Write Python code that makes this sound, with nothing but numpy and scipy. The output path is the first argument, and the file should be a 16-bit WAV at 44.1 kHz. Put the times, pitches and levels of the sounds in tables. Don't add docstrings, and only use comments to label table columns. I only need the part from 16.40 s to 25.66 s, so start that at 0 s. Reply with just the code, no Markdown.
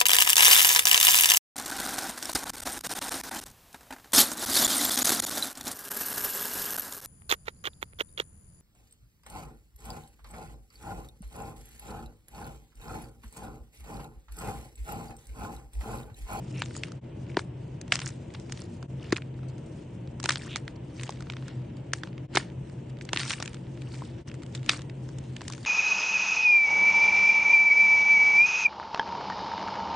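import sys
import numpy as np
from scipy import signal
from scipy.fft import rfft, irfft, next_fast_len
from scipy.io import wavfile
from scipy.ndimage import uniform_filter1d

SR = 44100
rng = np.random.default_rng(int(sys.argv[2]) if len(sys.argv) > 2 else 0)


def boost(x):
    u = np.asarray(x, float) / 20
    return 10 ** u


def dump_mix(stems):
    frames = np.atleast_2d(stems).T
    limited = np.clip(frames, -1, 1)
    pcm = np.round(limited * 32767).astype(np.int16)
    wavfile.write(sys.argv[1], SR, pcm)


N = 408366
MID_SIDE = np.array([[1], [-1]])


def level(x, db):
    return x * boost(db) / np.sqrt(np.mean(x ** 2))


def on_log(hz, points):
    f, db = np.transpose(points)
    return np.interp(np.log(np.maximum(hz, 1)), np.log(f), db)


def shape(x, db_of_hz):
    size = next_fast_len(N)
    hz = np.arange(size // 2 + 1) * SR / size
    return irfft(rfft(x, size) * boost(db_of_hz(hz)), size)[..., :N]


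def ring(x, hz, t60):
    pole = np.exp(2j * np.pi * hz / SR - np.log(1000) / (t60 * SR))
    return signal.lfilter([1], [1, -pole], x).imag


def band(low_hz, high_hz):
    return signal.butter(2, [low_hz, high_hz], "bandpass", fs=SR, output="sos")


def unit(x):
    return x / np.abs(x).max()


def walk(rate):
    k = int(SR / rate)
    held = np.repeat(rng.standard_normal(N // k + 1), k)
    return 1.3 * uniform_filter1d(uniform_filter1d(held, k), k)[:N]


def add(out, s, left, right, pan_db):
    i = int(s * SR)
    n = min(len(left), N - i)
    out[:, i:i + n] += np.array([left[:n] * boost(pan_db / 2), right[:n] * boost(-pan_db / 2)])


# frequency in Hz, density in dB per Hz.
FAN = [(15, -59), (25, -30.5), (40, -16), (76, -7.5), (135, -2.5), (224, -16), (319, -12), (390, -17),
       (584, -22), (732, -29), (1180, -38), (3000, -39), (4610, -60.5), (8230, -58.5), (9340, -73),
       (10300, -96.5), (13400, -116), (22000, -120)]
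# frequency in Hz, side minus mid in dB.
FAN_SIDE = [(60, -21), (190, -34), (340, -11), (500, -1), (1000, -1.5), (1800, -12), (5600, 5)]
# frequency in Hz, width in Hz, lift in dB.
ROOM_MODES = [(129.7, 12.7, 11.5), (179.8, 11, 8), (232, 16, 10), (299, 27, 5), (342, 14.6, 6),
              (930, 153, 6)]


def fan():
    def colour(f):
        lift = sum(db / (1 + (2 * (f - hz) / width) ** 2) for hz, width, db in ROOM_MODES)
        return on_log(f, FAN) + lift
    mid = shape(rng.standard_normal(N), colour)
    side = shape(rng.standard_normal(N), lambda f: colour(f) + on_log(f, FAN_SIDE))
    return level(mid + side * MID_SIDE, -38) * boost(0.5 * walk(6))


# time of the peak in seconds,
# coarse crumbs in dB, fine dust in dB, time to fade 20 dB in seconds (below 0.01 counts as 0.01).
RUBS = [(.2, -53.5, -53.5, 0.45), (.5, -69, -65, 0.2), (1.3, -78, -66, 0.36), (1.638, -50.5, -51, 0.28),
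        (1.95, -44, -56, -0.2), (2.17, -61, -57, 0.8), (2.679, -51, -59, 0.2), (3.099, -53, -56.5, -1.94),
        (3.37, -83, -61, 0.8), (3.55, -74, -59, -0.4), (3.852, -33, -50, -0.51), (4.048, -48.5, -50, 0.18),
        (4.361, -47, -54, -1.3), (4.642, -53, -57, 0.45), (5.09, -57.5, -62.5, 0.5),
        (5.37, -52.5, -62, -1.07), (5.66, -56.5, -70.5, 0.2), (6.25, -68.5, -65, 1.1), (6.5, -50.5, -52, 0),
        (6.621, -53, -51, -0.3), (6.9, -48, -53.5, 0.37), (7.08, -55.5, -55, 0.12),
        (7.527, -53.5, -57.5, 0.65), (7.899, -50.5, -56.5, -0.04), (8.15, -74, -62.5, 0.5),
        (8.7, -69, -61, 0.5), (9.12, -54, -55, 0.96),
        (.82, -65, -59.5, .05), (1.545, -38, -43.5, 0.05), (1.625, -45, -54, 0.0549),
          (2.62, -52, -58.5, 0.09), (2.769, -42, -51, 0), (3.086, -66, -55, -0.15), (3.19, -68, -59, -0.2),
          (3.42, -69, -65, -0.1), (3.914, -36, -38.5, 0.07), (4.62, -58, -56, 0.23),
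          (5.958, -38, -42, 0.0368), (6.0, -49, -67, 0.15), (.365, -49, -47, 0.06),
          (0.901, -52.5, -61, 0.07), (1.675, -47, -46, 0.0249), (2.2, -54, -54.5, 0.06),
          (6.795, -38.5, -42, 0.103), (6.82, -41, -53, 0.07), (6.904, -45, -32, 0.0669),
          (7.03, -51, -57, 0.13), (7.879, -47.5, -43, -0.07), (7.95, -53, -54, -0.3),
          (8.029, -50.5, -55, -0.25), (8.16, -50.5, -56.5, 0.07), (8.32, -42.5, -50, 0.11),
          (9.1, -45, -59, -0.13)]
RUB_ONSET_SHARE = 0.76
REST_DB, REST_DUST_DB = -68.5, -79.5
SPILL_DB, SPILL_DUST_DB = -36.5, -37
SPILL_RISE_S, SPILL_T60_S = .005, 0.25


def rustle():
    t = np.arange(0, N, 32) / SR
    power = boost(2 * np.array([[REST_DB], [REST_DUST_DB]])) + 0 * t
    for s, coarse_db, dust_db, fade in RUBS:
        away = np.where(t < s, (s - t) / RUB_ONSET_SHARE, t - s) / max(fade, .01)
        power = power + boost(2 * (np.array([[coarse_db], [dust_db]]) - 20 * away))
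    for s, db, *_ in EARLY_BREAKS + LATE_BREAKS:
        fall_db = np.where(t < s, -20 * (s - t) / SPILL_RISE_S, -60 * (t - s) / SPILL_T60_S)
        power = power + boost(2 * (db + np.array([[SPILL_DB], [SPILL_DUST_DB]]) + fall_db))
    return t, 10 * np.log10(power)


# frequency in Hz, density in dB per Hz.
CRUMB_COLOUR = [(290, -27), (500, -14.5), (560, -15), (620, -10.5), (1410, -5.5), (1920, -4.5), (3520, -7),
                (9100, -12.5), (10300, -43), (13400, -58.5), (22000, -120)]
CHIPS_PER_S, CHIP_SCATTER_DB, CHIP_CYCLES = 70, 5.0, 12


def chips():
    out = 0
    for hz in np.geomspace(900, 9000, num=11):
        sizes = boost(np.minimum(CHIP_SCATTER_DB * rng.exponential(size=N), 18))
        hits = (rng.random(N) < CHIPS_PER_S / SR) * sizes
        t60 = CHIP_CYCLES / hz
        rung = ring(ring(hits, hz, t60), hz * 1.013, t60)
        out = out + level(rung, on_log(hz, CRUMB_COLOUR) + 10 * np.log10(hz))
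    return out * np.array([[1], [.5]])


CHIP_DB = 0.5
CHIPS_FROM_DB, CHIPS_FULL_DB = -64, -53


def crumbs():
    s, columns = rustle()
    out, snaps = 0, chips()
    for db, kind, apart in zip(columns, ("low", "high"), (.3, .5)):
        sizes = boost(np.minimum(4.5 * rng.exponential(size=N), 17)) * (rng.random(N) < .01)
        flurries = boost(2.4 * walk(120) + 2.2 * walk(25) + 1.5 * walk(8))
        grains = (sizes + 1.0) * flurries * rng.standard_normal((2, N))
        grains = shape(grains, lambda f: on_log(f, CRUMB_COLOUR))
        db = np.interp(np.arange(N) / SR, s, db)
        busy = np.clip((db - CHIPS_FROM_DB) / (CHIPS_FULL_DB - CHIPS_FROM_DB), 0, 1)
        split = signal.butter(3, 4600, kind, fs=SR, output="sos")
        rubbed = level(signal.sosfilt(split, grains), 0)
        snapped = level(signal.sosfilt(split, snaps), CHIP_DB)
        mid, side = rubbed + busy * snapped
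        out = out + boost(db - 5.0) * (mid + apart * side * MID_SIDE)
    return out


HOLE_AFTER_S, HOLE_HALF_S, HOLE_DB = .009, 0.0037, -13


def patchy_treble(x):
    f, t, z = signal.stft(x, SR, nperseg=512)
    treble = f[:, None] > 4000
    bands, frames = np.arange(len(f)) // 3, np.arange(len(t)) // 6
    luck = rng.standard_normal((bands[-1] + 1, frames[-1] + 1))
    luck = uniform_filter1d(luck, size=2) * 1.4
    patch_db = np.where(luck < -1.2, -16, 1.8 * luck)[np.ix_(bands, frames)] * treble
    loud_s = np.array([row[0] for row in EARLY_BREAKS + LATE_BREAKS if row[1] > -15])
    holes = (np.abs(t[:, None] - loud_s - HOLE_AFTER_S) < HOLE_HALF_S).any(axis=1)
    patch_db = patch_db + HOLE_DB * holes * treble
    edge_hz = 9650 + 300 * luck[0, frames]
    gain = boost(patch_db - 35 * (f[:, None] > edge_hz))
    return signal.istft(z * gain, SR, nperseg=512)[1][:, :N]


# start in seconds, end in seconds, first slips per second, last slips per second,
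# ring in Hz, level in dB, gap between the two modes as a share.
CREAKS = [
    (0.139, 0.229, 420, 900, 2560, -50, .06),
    (4.085, 4.157, 290, 360, 3150, -45.5, 0.32),
]


def creaks():
    out = np.zeros((2, N))
    for s0, s1, rate0, rate1, hz, db, gap in CREAKS:
        u = np.linspace(0, 1, int((s1 - s0) * SR))
        jitter, size = rng.standard_normal((2, len(u)))
        rate = (rate0 + (rate1 - rate0) * u) * (1 + .5 * uniform_filter1d(jitter, 60))
        phase = np.cumsum(rate) / SR
        slips = np.diff(np.floor(phase), prepend=0) * boost(2.8 * size) + 0.039 * jitter
        slips = slips * np.sin(np.pi * u ** 2.0) ** 0.165
        lower = ring(slips, hz * (1 - gap / 2), 0.0035)
        squeak = level(ring(lower, hz * (1 + gap / 2), 0.0053), db)
        add(out, s0, squeak, squeak, 0)
    return out


# start in seconds, peak in dB, ring in Hz, 60 dB decay in ms.
THUMPS = [(0.2199, -30, 930, 17), (0.97, -15, 947, 23), (0.9722, -13, 376, 14), (1.524, -25.5, 730, 22),
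          (2.7263, -10, 346, 19.4), (3.8457, -29.5, 336, 45), (3.857, -22.5, 930, 20),
          (4.1602, -36.5, 820, 9.6), (5.9531, -20.5, 368, 32), (5.9711, -15.5, 753, 12),
          (5.9735, -20.5, 377, 26), (6.7332, -20.5, 1010, 15), (6.7355, -33.5, 342, 15),
          (6.7616, -28, 314, 16), (7.62, -30.5, 1050, 18), (8.295, -27, 730, 8.3)]


def thumps():
    out, push = np.zeros((2, N)), np.r_[np.hanning(60), np.zeros(3000)]
    tray = signal.butter(2, 120, "high", fs=SR, output="sos")
    for s, db, hz, t60_ms in THUMPS:
        rung = ring(push, hz, max(t60_ms, 4) / 1000)
        thud = boost(db) * unit(signal.sosfilt(tray, rung))
        add(out, s, thud, thud, 0)
    return out


TICKS_PER_S, TICK_BUSY_DB = 25, -49.5
TICK_OVER_DB, TICK_SCATTER_DB, TICK_HZ = 12, 3, 2500


def ticks():
    t, (coarse_db, _) = rustle()
    count = int(TICKS_PER_S * N / SR)
    when, keep = rng.random((2, count))
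    size, pitch, bright = rng.standard_normal((3, count))
    s = when * (N / SR - .05) + .02
    busy_db = np.interp(s, t, coarse_db)
    db = np.minimum(busy_db, -46) + TICK_OVER_DB + TICK_SCATTER_DB * size
    hz = np.clip(TICK_HZ * np.exp(.3 * pitch), 800, 4400)
    rows = np.transpose([s, db, hz, -6 + 6 * bright])
    return [tuple(row) for row in rows[keep < boost(busy_db - TICK_BUSY_DB)][:70]]


# time in seconds, peak in dB, ring in Hz, # treble over the ring in dB, fall
# in ms.
EARLY_BREAKS = [(0.2205, -14, 2160, -18, 0.18), (0.4355, -15, 2450, -26, 0.87),
                (0.9699, -9.5, 1910, -45, 0.7), (0.993, -19, 1860, -32, 0.26),
                (1.5224, -1.5, 2630, -22, 0.86), (1.5562, -14, 2800, 7, 0.48),
                (1.5915, -21.5, 2500, -33, 1.6), (1.6673, -23.5, 2580, -14, 0.061),
                (2.7241, -13, 1690, 0, 3.5), (2.7658, -18, 2380, -12, 1.1), (3.8409, -20, 1094, 5, 1.76),
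                (3.8581, -14, 2570, 4.5, 1.5), (3.8936, -8.5, 1640, 3, 0.89), (3.906, -12, 2290, -1.5, 2.6),
                (3.9243, -22.5, 3760, -27, 0.61), (3.958, -14.5, 3380, -45.5, 0.26),
                (4.1596, -13, 1680, 0, 1), (4.2796, -22, 2100, -46, 0.18), (4.9004, -20, 2040, -19, 0.2),
                (5.535, -9.5, 1750, 1.5, 0.53), (5.6351, -20, 1680, -34, 1.4)]
# time in seconds, peak in dB, ring in Hz, # treble
# over the ring in dB, fall in ms.
LATE_BREAKS = [(5.9506, -21, 1480, -11, 9.5), (5.9547, -23, 2390, 13.5, 3.5),
               (5.9604, -10.5, 2700, -21, 1.4), (5.9718, -6, 1990, -1, 4.1), (6.7325, -9.5, 2500, 0, 0.78),
               (6.7455, -28, 2860, 3, 2.8), (6.762, -13.5, 2580, -6, 0.9), (6.7733, -8.5, 3040, -38, 0.82),
               (6.7954, -16.5, 4100, -7, 3.2), (6.802, -17, 3860, -19, 2.1),
               (6.833, -18.5, 3080, -33, 1.1), (6.8978, -22, 2700, 2.5, 1.5),
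               (6.9065, -12.5, 3900, -15, 0.9), (6.931, -20, 2960, 0, 0.92), (7.0014, -26, 1050, 2, 2.8),
               (7.0255, -18.5, 1530, 5, 1.6), (8.1502, -22.5, 3630, 3, 4.9), (8.2944, 1, 3560, -31, 0.77)]
# time in seconds, peak in dB, ring in
# Hz, treble over the ring in dB.
CRACKLES = [(0.229, -31, 2200, -29), (0.2593, -33, 2220, 3), (0.3092, -35, 2000, -7),
            (0.3526, -31.5, 1960, -20.5), (0.3655, -34, 1070, 5), (0.4839, -40, 1360, 1),
            (0.52, -34.5, 1370, 3), (0.9457, -37, 2000, -9), (1.4141, -35, 2230, 14),
            (1.539, -26.5, 4300, -1), (1.548, -28, 4300, 2), (1.602, -28.5, 2170, 8),
            (1.6206, -31.5, 1478, -11), (1.69, -32, 2630, 6), (1.9047, -41.5, 2130, -27),
            (1.9396, -41.5, 2800, 8), (1.999, -41, 2630, 7.5), (2.123, -23.5, 3040, 6.5),
            (2.1749, -31, 3960, -24), (2.1928, -37, 2760, -13), (2.2192, -41.5, 1140, 13.5),
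            (2.428, -32, 1330, -2), (2.644, -44, 1980, 2.5), (2.7813, -32.5, 1360, -21),
            (2.821, -31, 2470, -26.5), (2.942, -50, 4200, -4), (3.675, -41, 4100, -8),
            (1.6606, -35.5, 3680, 18), (1.677, -37.5, 4390, 18), (2.299, -58, 4000, 7),
            (3.801, -27, 1540, 3), (3.83, -25, 3700, 6), (3.972, -25, 3190, -21),
                  (4.02, -30.5, 3730, 0), (4.041, -41, 2630, -27), (4.1677, -26.5, 2400, 6.5),
                  (4.5968, -30, 2620, -8), (4.6344, -23.5, 3300, 5), (4.678, -33, 3010, -19),
                  (4.693, -23, 890, -4.5), (4.7234, -35, 2500, -1), (4.8067, -34, 1480, 3),
                  (4.9361, -33.5, 1750, -19), (4.9681, -28, 2410, -22), (5.082, -30.5, 1690, 2.5),
                  (5.6736, -36, 1420, -31), (5.78, -37, 1860, -37), (6.571, -42, 2540, -26),
                  (6.612, -28.5, 2180, -27), (6.652, -39, 820, 7.5), (6.6911, -24, 2690, -22),
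                  (6.8158, -27, 2430, -14), (6.8531, -29, 1290, -13), (6.8798, -25, 3000, -19),
                  (6.9362, -18.5, 2680, -23), (7.0586, -25.5, 4050, 3), (7.078, -23.5, 2900, 0),
                  (7.1326, -36, 3680, 4), (7.145, -32.5, 2140, 4), (7.169, -38, 2430, -13),
            (7.4199, -34.5, 3360, 1), (7.544, -33, 3270, -12), (7.621, -39, 1010, -17.5),
                 (7.889, -38, 2200, 4), (7.9158, -33, 3000, -9), (7.942, -38, 2300, 5.5),
                 (8.0339, -32.5, 3840, 1), (8.064, -39, 3270, 4.5), (8.125, -49, 4000, 8),
                 (8.245, -43, 4000, 3), (8.231, -34, 3060, -2), (8.2625, -31.5, 3000, 5.5),
                 (8.3346, -25.5, 1490, -11), (8.345, -31, 3600, -13), (8.3925, -32.5, 1420, -5),
                 (8.4192, -32.5, 2530, 4.5), (8.498, -33.5, 2620, -32), (8.69, -40, 1430, 4.5),
                 (8.786, -35, 4150, 8), (8.9658, -27.5, 2390, 1), (9.017, -30, 1050, 3),
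                 (9.0523, -39, 2460, -4), (9.081, -23, 2430, 6), (9.101, -32, 1040, 8.5),
                 (9.124, -28.5, 3700, 5.5), (9.135, -30, 2430, 6), (9.15, -36, 2200, 2),
                 (9.009, -30.5, 2000, -6), (7.269, -43, 2350, -13), (8.369, -36, 4400, 9),
                 (9.18, -36, 1320, -1), (9.2506, -22.5, 2820, -17),
            (0.1108, -44.5, 2290, -10), (0.855, -56, 2490, -15), (0.8665, -46, 2500, -12),
               (1.48, -41, 2060, 5), (1.5259, -22.5, 2500, 10.5), (1.536, -25, 3300, -20),
               (1.5665, -25, 3600, -25), (1.618, -24.5, 3000, 0), (2.097, -38, 1360, -1),
               (2.705, -37.5, 3000, -7), (2.762, -24, 3000, -2), (2.773, -32.5, 2400, 8),
               (2.991, -46, 1420, -7), (3.032, -42.5, 1100, -22), (3.182, -45.5, 1950, 5),
               (3.8915, -10.5, 1500, 1), (3.9202, -24.5, 4400, 10.5), (3.935, -33, 4000, 5.5),
               (4.0694, -40, 3470, -5), (4.5655, -50, 2000, -25), (4.587, -42, 2500, -13),
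               (4.612, -32.5, 2500, 2), (4.624, -38, 2000, -13), (4.668, -36.5, 3000, -8),
               (4.706, -37, 4400, 13), (4.759, -41, 3500, -6), (4.773, -40, 2500, -3),
               (4.824, -38.5, 1400, 5), (4.8704, -37, 1500, -15), (4.9224, -33, 2500, 2),
               (5.0247, -39, 1560, -10.5), (5.5197, -44.5, 2180, -10), (5.73, -43, 2020, -13),
               (5.9343, -48, 1990, -17), (6.298, -42.5, 2000, 0), (6.588, -41, 1470, -4),
               (6.7846, -26.5, 2800, -12), (6.8145, -30, 3000, -9), (6.862, -29, 2500, -1),
               (6.911, -20, 3000, -10), (6.916, -28, 1600, -15), (7.375, -39.5, 2230, -5),
               (7.5916, -41, 2760, -8), (7.638, -40, 2360, -4.5), (8.0216, -39, 2010, -1),
               (8.2929, -6.5, 2650, -25), (8.304, -19.5, 3000, -10), (8.84, -46, 2250, 3),
               (8.9343, -50, 1500, 0), (9.231, -42, 1430, 6)]
BREAK_RISE_MS, CRACKLE_RISE_MS, CRACKLE_FALL_MS = 0.67, 1, 1.29
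LEAD_S = .006


def cracks():
    out, t = np.zeros((2, N)), np.arange(1300) / SR - LEAD_S
    crackles = CRACKLES + ticks()
    rows = [(*row[:4], BREAK_RISE_MS, row[4]) for row in EARLY_BREAKS + LATE_BREAKS]
    rows += [(*row, CRACKLE_RISE_MS, CRACKLE_FALL_MS) for row in crackles]
    snap_band, grit_band, knock_band = band(1300, 4700), band(4400, 7600), band(800, 2500)
    small = signal.butter(2, 700, "high", fs=SR, output="sos")
    for s, db, hz, treble_db, rise_ms, fall_ms in rows:
        sign_noise, size_noise, side_snap, side_grit, pan = rng.standard_normal((5, len(t)))
        scale_ms = np.maximum(np.where(t < 0, 1.03 * rise_ms, 0.99 * fall_ms), .1)
        run = np.exp(-1000 * np.abs(t) / scale_ms)
        run = run + 0.18 * np.exp(-(t / np.where(t < 0, .0025, .006)) ** 2)
        slips = run * sign_noise * np.abs(size_noise) ** 0.47
        slips[int(LEAD_S * SR)] = -7.5
        body = unit(ring(slips, hz, 4.25 / hz))
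        body = body + 0.79 * unit(signal.sosfilt(snap_band, slips))
        body = body + 0.11 * unit(ring(slips, hz * 0.37, 3.1 / hz))
        body = body + 0.2 * unit(signal.sosfilt(knock_band, slips))
        dull = signal.butter(2, min(2.8 * hz, 9000), fs=SR, output="sos")
        grit = unit(signal.sosfilt(grit_band, slips))
        mid = unit(signal.sosfilt(np.r_[small, dull], body)) + boost(treble_db - 4.5) * grit
        side = 0.16 * unit(signal.sosfilt(snap_band, run * side_snap))
        side = side + 0.2 * boost(treble_db) * unit(signal.sosfilt(grit_band, run * side_grit))
        add(out, s - LEAD_S, boost(db) * (mid + side), boost(db) * (mid - side), 1.2 * pan[0])
    return out


def scene():
    return patchy_treble(fan() + crumbs()) + creaks() + thumps() + cracks()


def roll_off(x):
    return signal.sosfilt(signal.butter(12, 10480, fs=SR, output="sos"), x)


# time in seconds, fade out in seconds, fade in in seconds, depth in
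# dB.
DIPS = [
    (.606, 0.033, 0.036, -48),
    (2.474, 0.019, 0.027, -15),
    (5.876, 0.031, 0.04, -24),
    (7.843, 0.036, 0.032, -17),
]
# frequency in Hz, left minus right in dB.
PORT_LEAN = [(210, 0.72), (340, 4), (620, 2.5), (820, 0), (2000, -0.5)]
TOP_HZ = 9680


def record(dry):
    t, gain = np.arange(N) / SR, 1
    for s, fall, rise, depth_db in DIPS:
        gain = gain * np.clip(np.maximum((s - t) / fall, (t - s) / rise), boost(depth_db), 1)
    ports = shape(dry * gain, lambda f: MID_SIDE * on_log(f, PORT_LEAN) / 2)
    top_cut = signal.ellip(6, .5, 50, TOP_HZ, fs=SR, output="sos")
    return roll_off(np.tanh(signal.sosfilt(top_cut, ports)))


dry = scene()
out = record(dry)
dump_mix(out)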